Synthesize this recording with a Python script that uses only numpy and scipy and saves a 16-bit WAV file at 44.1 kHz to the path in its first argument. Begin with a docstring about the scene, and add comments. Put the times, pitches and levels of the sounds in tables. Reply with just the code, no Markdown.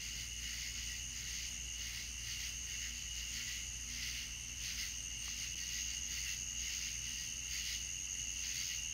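"""A near cricket trills at a wood edge at night, each wing stroke a tone pulse that falls in pitch.
A broad rasping hiss calls in groups of short syllables, about two groups a second.
A small bush cricket ticks high, and a far chorus sings lower; the undergrowth scatters their songs.
Machinery hums far off under the night air, and one soft tick sounds nearby.
One microphone hears it all, and the recorder drops out once for a few milliseconds."""
import sys
import numpy as np
from scipy import signal
from scipy.fft import rfft, irfft, next_fast_len
from scipy.io import wavfile
from scipy.ndimage import uniform_filter1d, map_coordinates

SR = 44100
rng = np.random.default_rng(int(sys.argv[2]) if len(sys.argv) > 2 else 0)


def digitize_waveform(pressure):
    """Quantize a signal to 16-bit integers and store it at the path in sys.argv[1].

    Rows of a 2-D input are taken as channels; values are limited to [-1, 1].
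    """
    field = np.atleast_2d(pressure).T
    bounded = np.clip(field, -1, 1)
    quanta = np.round(bounded * 32767).astype(np.int16)
    wavfile.write(sys.argv[1], SR, quanta)


N = 393813
TIME = np.arange(N) / SR


def amp(db):
    """Amplitude ratio: a factor of ten for every 20 dB."""
    return 10 ** (np.asarray(db) / 20)


def unit(x):
    """Normalisation to an rms of 1."""
    return x / np.sqrt(np.mean(x ** 2) + 1e-20)


def curves(rows):
    """Linear interpolation over time of each column after the first."""
    times, *columns = np.transpose(rows)
    return [np.interp(TIME, times, column) for column in columns]


def wobble(rate):
    """Random modulation: a smooth curve through rate Gaussian knots a second."""
    coarse = TIME[::64]
    knots = rng.standard_normal(int(N * rate / SR) + 4)
    return np.interp(TIME, coarse, map_coordinates(knots, [coarse * rate]))


def filtered(x, response):
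    """Linear filtering: the spectrum is multiplied by a frequency response."""
    size = next_fast_len(N + SR // 2)
    return irfft(rfft(x, size) * response(np.fft.rfftfreq(size, 1 / SR)), size)[..., :N]


def hiss(spectrum, patchy_db):
    """Spectral shaping: coloured noise of rms 1, its gain patchy in time and frequency."""
    frames = signal.stft(rng.standard_normal(N), nperseg=512)[2]
    patches = uniform_filter1d(rng.standard_normal(frames.shape), size=5, axis=0)
    patches = uniform_filter1d(patches, size=10, axis=1)
    white = signal.istft(frames * amp(patchy_db * unit(patches)), nperseg=512)[1][:N]
    knot_hz, db = np.transpose(spectrum)
    return unit(filtered(white, lambda hz: amp(np.interp(np.log(hz + 1), np.log(knot_hz), db))))


def pulses(times, hz, db, half_s, glide_hz, overtone_db=-60):
    """Linear chirps under raised-cosine envelopes centred on times, gliding by glide_hz per half_s."""
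    t = np.arange(-300, 301) / SR
    phase = 2 * np.pi * (hz[:, None] * t + glide_hz / half_s * t * t / 2 + rng.random((len(times), 1)))
    wave = np.sin(phase) + amp(overtone_db) * np.sin(2 * phase)
    envelope = np.cos(np.pi / 2 * np.clip(t / half_s, -1, 1)) ** 2
    samples = np.round((times[:, None] + t) * SR).astype(int).clip(0, N)
    return np.bincount(samples.ravel(), (amp(db)[:, None] * envelope * wave).ravel(), N + 1)[:N]


def echoes(x, t60, count=4):
    """Diffuse scattering in undergrowth: decaying tails whose mix changes as leaves and singer shift."""
    t = np.arange(SR // 4) / SR
    tails = rng.standard_normal((count, len(t))) * amp(-60 * t / t60)
    tails /= np.linalg.norm(tails, axis=1, keepdims=True)
    answers = signal.fftconvolve(x[None], tails, axes=1)[:, :N]
    shares = np.array([wobble(5) for _ in answers])
    return np.sum(answers * shares, axis=0) / np.linalg.norm(shares, axis=0)


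def night_air():
    """Ambient noise: a continuous spectrum with a low rumble and a high band of hiss."""
    # Each row: frequency in Hz, relative spectral density in dB.
    spectrum = [(15, -42), (35, -6), (60, -0.5), (130, -7.5), (250, -16.5), (450, -25), (900, -26),
                (1700, -23.5), (2100, -32), (2450, -17.5), (3600, -35), (5000, -26.5), (6200, -5),
                (7500, -24), (10200, -31.5), (11300, -35.5), (12000, -25), (13200, -26), (14000, -44),
                (16500, -53)]
    return amp(-52.5) * hiss(spectrum, patchy_db=1.0)


def machinery_hum():
    """A line spectrum from far machinery: random modulation broadens a low tone and higher lines."""
    # The low tone. Each row: time in seconds, level in dB.
    levels = [(0, -53.5), (1.7, -52), (3.0, -54.5), (3.21, -49.5), (3.41, -59), (3.6, -52.5), (4.25, -53.5),
              (4.43, -61), (4.6, -56), (5.3, -55.5), (6.0, -54.5), (7.9, -55.5), (8.03, -59.5), (8.23, -53),
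              (8.93, -57)]
    # The higher lines. Each row: frequency in Hz, mean level in dB, frequency waver in Hz.
    lines = [(117.5, -65.5, 2.5), (175.8, -76, 3.28), (239.4, -71, 0.61), (294, -83, 2.6), (418, -86.5, 3),
             (779, -90, 1.5), (840, -91, 1.5)]
    tone = np.sqrt(2) * np.sin(2 * np.pi * 57.3 * TIME + 0.13 * wobble(5) + 0.046 * wobble(40))
    out = amp(curves(levels)[0] + 1.05 * wobble(5.7) + 0.32 * wobble(40)) * tone
    for hz, db, waver_hz in lines:
        phase = 2 * np.pi * np.cumsum(hz + waver_hz * wobble(14)) / SR
        out += amp(db + 2.83 * wobble(9)) * np.sqrt(2) * np.sin(phase)
    return out


def tick():
    """A damped sinusoid, heard as one soft, dull tick nearby."""
    start_s, peak_db, hz, t60 = 5.281, -42, 1160, 0.011
    age = np.clip(TIME - start_s, 0, 1)
    return amp(peak_db - 60 * age / t60) * np.sin(2 * np.pi * hz * age)


def far_chorus(count=4000):
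    """Incoherent superposition: rising pulses of many far crickets, about half of the power echo."""
    # Each row: time in seconds, level in dB.
    levels = [(0.0, -52.5), (3.6, -51.5), (3.88, -54.5), (4.03, -50), (4.58, -53), (4.63, -51.5),
              (6.22, -51), (6.29, -44.5), (6.37, -52.5), (6.89, -48), (6.94, -52), (7.78, -48.5),
              (7.86, -51.5), (8.93, -50.5)]
    hz_jitter, db_jitter, time_jitter = rng.standard_normal((count, 3)).T
    times = (np.arange(count) + 1.5 * time_jitter) * N / SR / count
    song = pulses(times, 2840 + 75 * hz_jitter, 0.4 * db_jitter, half_s=0.0057, glide_hz=60.3)
    return amp(curves(levels)[0] + .6 * wobble(6)) * unit(song + amp(-0.5) * echoes(song, t60=0.68))


def bush_cricket(count=880):
    """A high resonance ticks about a hundred times a second; amplitude modulation adds throbs."""
    # Spells of throbbing. Each row: first peak in seconds, length in seconds, depth in dB.
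    throbs = [(0.888, .9, 2.5), (1.91, 0.56, 0.5), (3.09, 0.29, 1.5), (4.42, .7, 2), (5.216, 0.23, 4),
              (5.94, .1, 3), (6.238, .1, 1), (8.167, 0.53, 2.5)]
    mean_db, resonance_hz, throbs_per_s, scatter_s = -64.5, 9085, 4.84, .002
    time_jitter, hz_jitter, db_jitter = rng.standard_normal((count, 3)).T
    times = np.arange(count) * N / SR / count + scatter_s * time_jitter
    level_db = mean_db + 0.43 * wobble(14)
    for first_peak, length, depth_db in throbs:
        beat = (TIME - first_peak) * throbs_per_s
        throbbing = (beat > -3 / 4) & (beat < length * throbs_per_s + 1 / 4)
        level_db += depth_db * np.cos(2 * np.pi * beat) * throbbing
    hz = resonance_hz + 60 * np.interp(times, TIME, wobble(9)) + 130 * hz_jitter
    song = pulses(times, hz, 2.3 * db_jitter, half_s=0.0015, glide_hz=-350)
    return amp(level_db) * unit(song + amp(13) * echoes(song, t60=0.2, count=8))


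def rasp():
    """Amplitude-modulated noise in three bands: syllables rise, hold and fade, adding in power."""
    # Each row: centre of a syllable in seconds, then its treble, middle and low levels in dB.
    syllables = [(0.064, -61, -50.5, -56.5), (0.192, -60, -50, -59), (0.465, -61, -50.5, -54.5),
                 (0.564, -60, -49.5, -55), (0.658, -61, -49.5, -55), (0.801, -62, -49.5, -55),
                 (0.928, -60, -50, -60), (1.2, -61, -52, -55), (1.312, -60, -49, -55),
                 (1.426, -61, -48, -55.5), (1.845, -59, -49, -53.5), (1.972, -57.5, -47.5, -55.5),
                 (2.308, -59, -48, -54.5), (2.438, -57.5, -47.5, -54.5), (2.72, -61, -52.5, -55),
                 (2.858, -62, -51.5, -54.5), (2.995, -68, -56, -65), (3.198, -61, -50.5, -59),
                 (3.381, -57, -46, -51.5), (3.524, -58, -48, -55.5), (3.951, -61, -49.5, -55),
                 (4.064, -57, -45.5, -52), (4.181, -59, -49, -53.5), (4.68, -57, -46, -52),
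                 (4.819, -55.5, -45.5, -52.5), (5.284, -60, -49.5, -59.5), (5.42, -60, -48, -55.5),
                 (5.619, -61, -52.5, -60), (5.757, -57, -46.5, -57), (5.914, -63, -49.5, -57),
                 (6.156, -56, -47.5, -53.5), (6.289, -56.5, -47.5, -52.5), (6.663, -59, -48, -54),
                 (6.774, -58, -48, -53), (6.868, -61, -48.5, -57), (7.095, -61, -51.5, -59),
                 (7.22, -60, -52, -58.5), (7.564, -55.5, -46, -52), (7.703, -55, -44, -53),
                 (8.217, -71, -57, -69), (8.346, -69, -58, -67), (8.478, -59, -47.5, -54.5),
                 (8.597, -56, -47, -53.5), (8.71, -57, -48, -60)]
    # The three bands. Each row: frequency in Hz, relative spectral density in dB.
    treble_spectrum = [(6500, -67), (8000, -9.5), (10000, -7), (12500, -2), (14300, -2.5), (15200, 1),
                       (16500, -1.5)]
    middle_spectrum = [(1000, -47.5), (2400, -7.5), (3000, -5), (3750, -12), (4300, -6), (4550, -3.5),
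                       (4800, -3.2), (5050, -5), (5600, -6.5), (6600, -16.5), (7600, -22.5), (8500, -72)]
    low_spectrum = [(900, -53.5), (1300, -15.5), (1700, -12.5), (1950, 1), (2200, 1.5), (2500, -25),
                    (3000, -40.5)]
    # Faint tones in the hiss. Each row: centre and half length in seconds, peak in dB, pitch in Hz.
    whistles = [(.93, .04, -52.5, 1945), (3.497, 0.037, -50, 1950), (5.617, 0.054, -53, 1930),
                (5.757, 0.05, -51, 1950), (7.214, .055, -53, 1910), (7.72, .04, -54, 1957),
                (8.718, 0.036, -51, 1945), (5.623, .04, -52, 4530), (5.917, 0.044, -52, 4600),
                (6.16, .05, -50, 4550), (7.2, .04, -51, 4800), (7.53, 0.045, -48.5, 4720),
                (8.6, .04, -47.5, 4560)]
    # Each triple runs treble, middle, low.
    rise_db_per_s, fall_db_per_s, rest_db = (200, 200, 258), (118, 125, 192), (-77, -58, -62)
    hold_s = 0.063
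    power = amp(rest_db)[:, None] ** 2
    for centre, *bands_db in syllables:
        rise_db = np.outer(rise_db_per_s, np.minimum(TIME - centre + hold_s / 2, 0))
        fall_db = np.outer(fall_db_per_s, np.maximum(TIME - centre - hold_s / 2, 0))
        power = power + amp(np.array(bands_db)[:, None] + rise_db - fall_db) ** 2
    treble = amp(.5 * wobble(25)) * hiss(treble_spectrum, patchy_db=-1.0)
    middle = amp(0.47 * wobble(25)) * hiss(middle_spectrum, patchy_db=1.0)
    low = amp(0.77 * wobble(18)) * hiss(low_spectrum, patchy_db=1.5)
    out = np.sum(np.sqrt(power) * [treble, middle, low], axis=0)
    phase_waver = 1.9 * wobble(30)
    for centre, half_s, peak_db, hz in whistles:
        swell = np.cos(np.pi / 2 * np.clip((TIME - centre) / half_s, -1, 1))
        out += amp(peak_db) * swell * np.sin(2 * np.pi * hz * TIME + phase_waver)
    return out


def stroke_rate(idle_per_s):
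    """Pulse repetition rate: the wings speed up into each bout, sag, then relax exponentially to idle."""
    # Each row: start in seconds, onset of tiring in seconds, strokes a second before the sag.
    bouts = [(0.03, 1.726, 90.44), (2.353, 3.868, 92.4), (4.455, 5.497, 92.57), (5.618, 6.835, 93.3),
             (7.323, 8.687, 92.44)]
    sag_per_s, pick_up_s, sag_s, tire_s = 2.45, .065, .4, .096
    rate = np.full(N, idle_per_s)
    for start, tires, fast_per_s in bouts:
        pick_up = .5 + .5 * np.tanh((TIME - start) / pick_up_s)
        sag = sag_per_s * np.exp(np.minimum(TIME - tires, 0) / sag_s)
        relax = np.exp(-np.maximum(TIME - tires, 0) / tire_s)
        rate += (fast_per_s - idle_per_s - sag) * pick_up * relax
    return rate


def ground_reflection(song):
    """Comb filtering: the direct sound interferes with a ground reflection whose path changes."""
    # Each row: time in seconds, delay in milliseconds, level against the direct sound in dB.
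    reflection = [(0, 3.265, -7), (1.8, 3.265, -7), (2.2, 3.295, -8), (3.9, 3.29, -7), (4.15, 3.29, -25),
                  (4.25, 2.2, -25), (4.6, 2.19, -8), (6.1, 2.145, -8.5), (8.93, 2.15, -9)]
    delay_ms, db = curves(reflection)
    return song + amp(db) * map_coordinates(song, [np.arange(N) - delay_ms * SR / 1000], order=3)


def near_cricket():
    """Stridulation: each wing stroke across the file is a tone that falls as the wing slows."""
    # Each row: time in seconds, then the level in dB and pitch in Hz that hold within a bout.
    contour = [(0, -49.5, 6520), (1.6, -47.5, 6560), (2.5, -49, 6440), (3.4, -48, 6560), (4.6, -48.5, 6370),
               (5.5, -46, 6420), (6.6, -44, 6520), (7.5, -46, 6490), (8.5, -43.5, 6480), (8.93, -43, 6560)]
    # Breaks that split the trill into chirps. Each entry: seconds when a stroke barely touches the file.
    skips = [0.177, 0.253, 0.34, 0.409, 0.486, 0.563, 0.653, 0.73, 0.82, 0.91, 1.141, 1.231, 1.32, 1.407,
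             1.497, 1.586, 1.667, 1.771, 2.382, 2.514, 2.677, 2.915, 3.002, 3.1, 3.219, 3.403, 3.502, 3.79,
             3.858, 4.548, 4.767, 4.843, 4.931, 5.017, 5.093, 5.18, 5.268, 5.355, 5.454, 5.544, 5.647,
             5.712, 5.927, 6.002, 6.088, 6.174, 6.27, 6.356, 6.454, 6.54, 6.638, 6.716, 6.804, 6.893, 7.351,
             7.415, 7.491, 7.631, 7.707, 7.793, 7.879, 7.977, 8.075, 8.162, 8.261, 8.349, 8.448, 8.536,
             8.625, 8.725, 8.809]
    idle_per_s, idle_drop_hz, idle_drop_db = 76.28, 120, 1.5  # slower, lower and softer between bouts
    rate = stroke_rate(idle_per_s)
    idleness = (rate.max() - rate) / (rate.max() - idle_per_s)
    strokes_made = np.cumsum(rate) / SR - .52  # about half a cycle passes before the first stroke
    times = np.interp(np.arange(int(strokes_made[-1]) + 1), strokes_made, TIME)
    db_jitter, hz_jitter, time_jitter = rng.standard_normal((len(times), 3)).T
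    level_db, pitch_hz = curves(contour)
    db = 0.19 * db_jitter
    skipped = np.abs(times[:, None] - np.array(skips)).argmin(axis=0)
    db[skipped] -= 16
    db[skipped - 1] -= 1.5  # the strokes beside a break are weaker too
    db[skipped + 1] -= 2
    hz = np.interp(times, TIME, pitch_hz - idle_drop_hz * idleness) + 40 * hz_jitter
    times = times - .0008 + .0003 * time_jitter
    strokes = pulses(times, hz, db, half_s=0.0033, glide_hz=-650, overtone_db=-33.5)
    # Each stroke trails off in a weaker, lower tone.
    trails = pulses(times + .0026, hz - 420, db - 6, half_s=0.0015, glide_hz=-450)
    song = ground_reflection(unit(strokes + trails))
    return amp(level_db - idle_drop_db * idleness) * unit(song + amp(-6.5) * echoes(song, t60=.35))


def scene():
    """Superposition: all sources add at one microphone, which feeds both channels."""
    mono = night_air() + near_cricket() + far_chorus() + bush_cricket() + rasp() + machinery_hum() + tick()
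    return np.array([mono, mono])


def record(dry):
    """Dropout and band limiting: the recorder all but loses a few milliseconds and cuts the top treble."""
    from_s, to_s, dropout_db, top_hz = 5.5487, 5.5548, -22, 15730
    gain = np.where((TIME > from_s) & (TIME < to_s), amp(dropout_db), 1)
    return filtered(dry * gain, lambda hz: hz < top_hz)


dry = scene()
out = record(dry)
digitize_waveform(out)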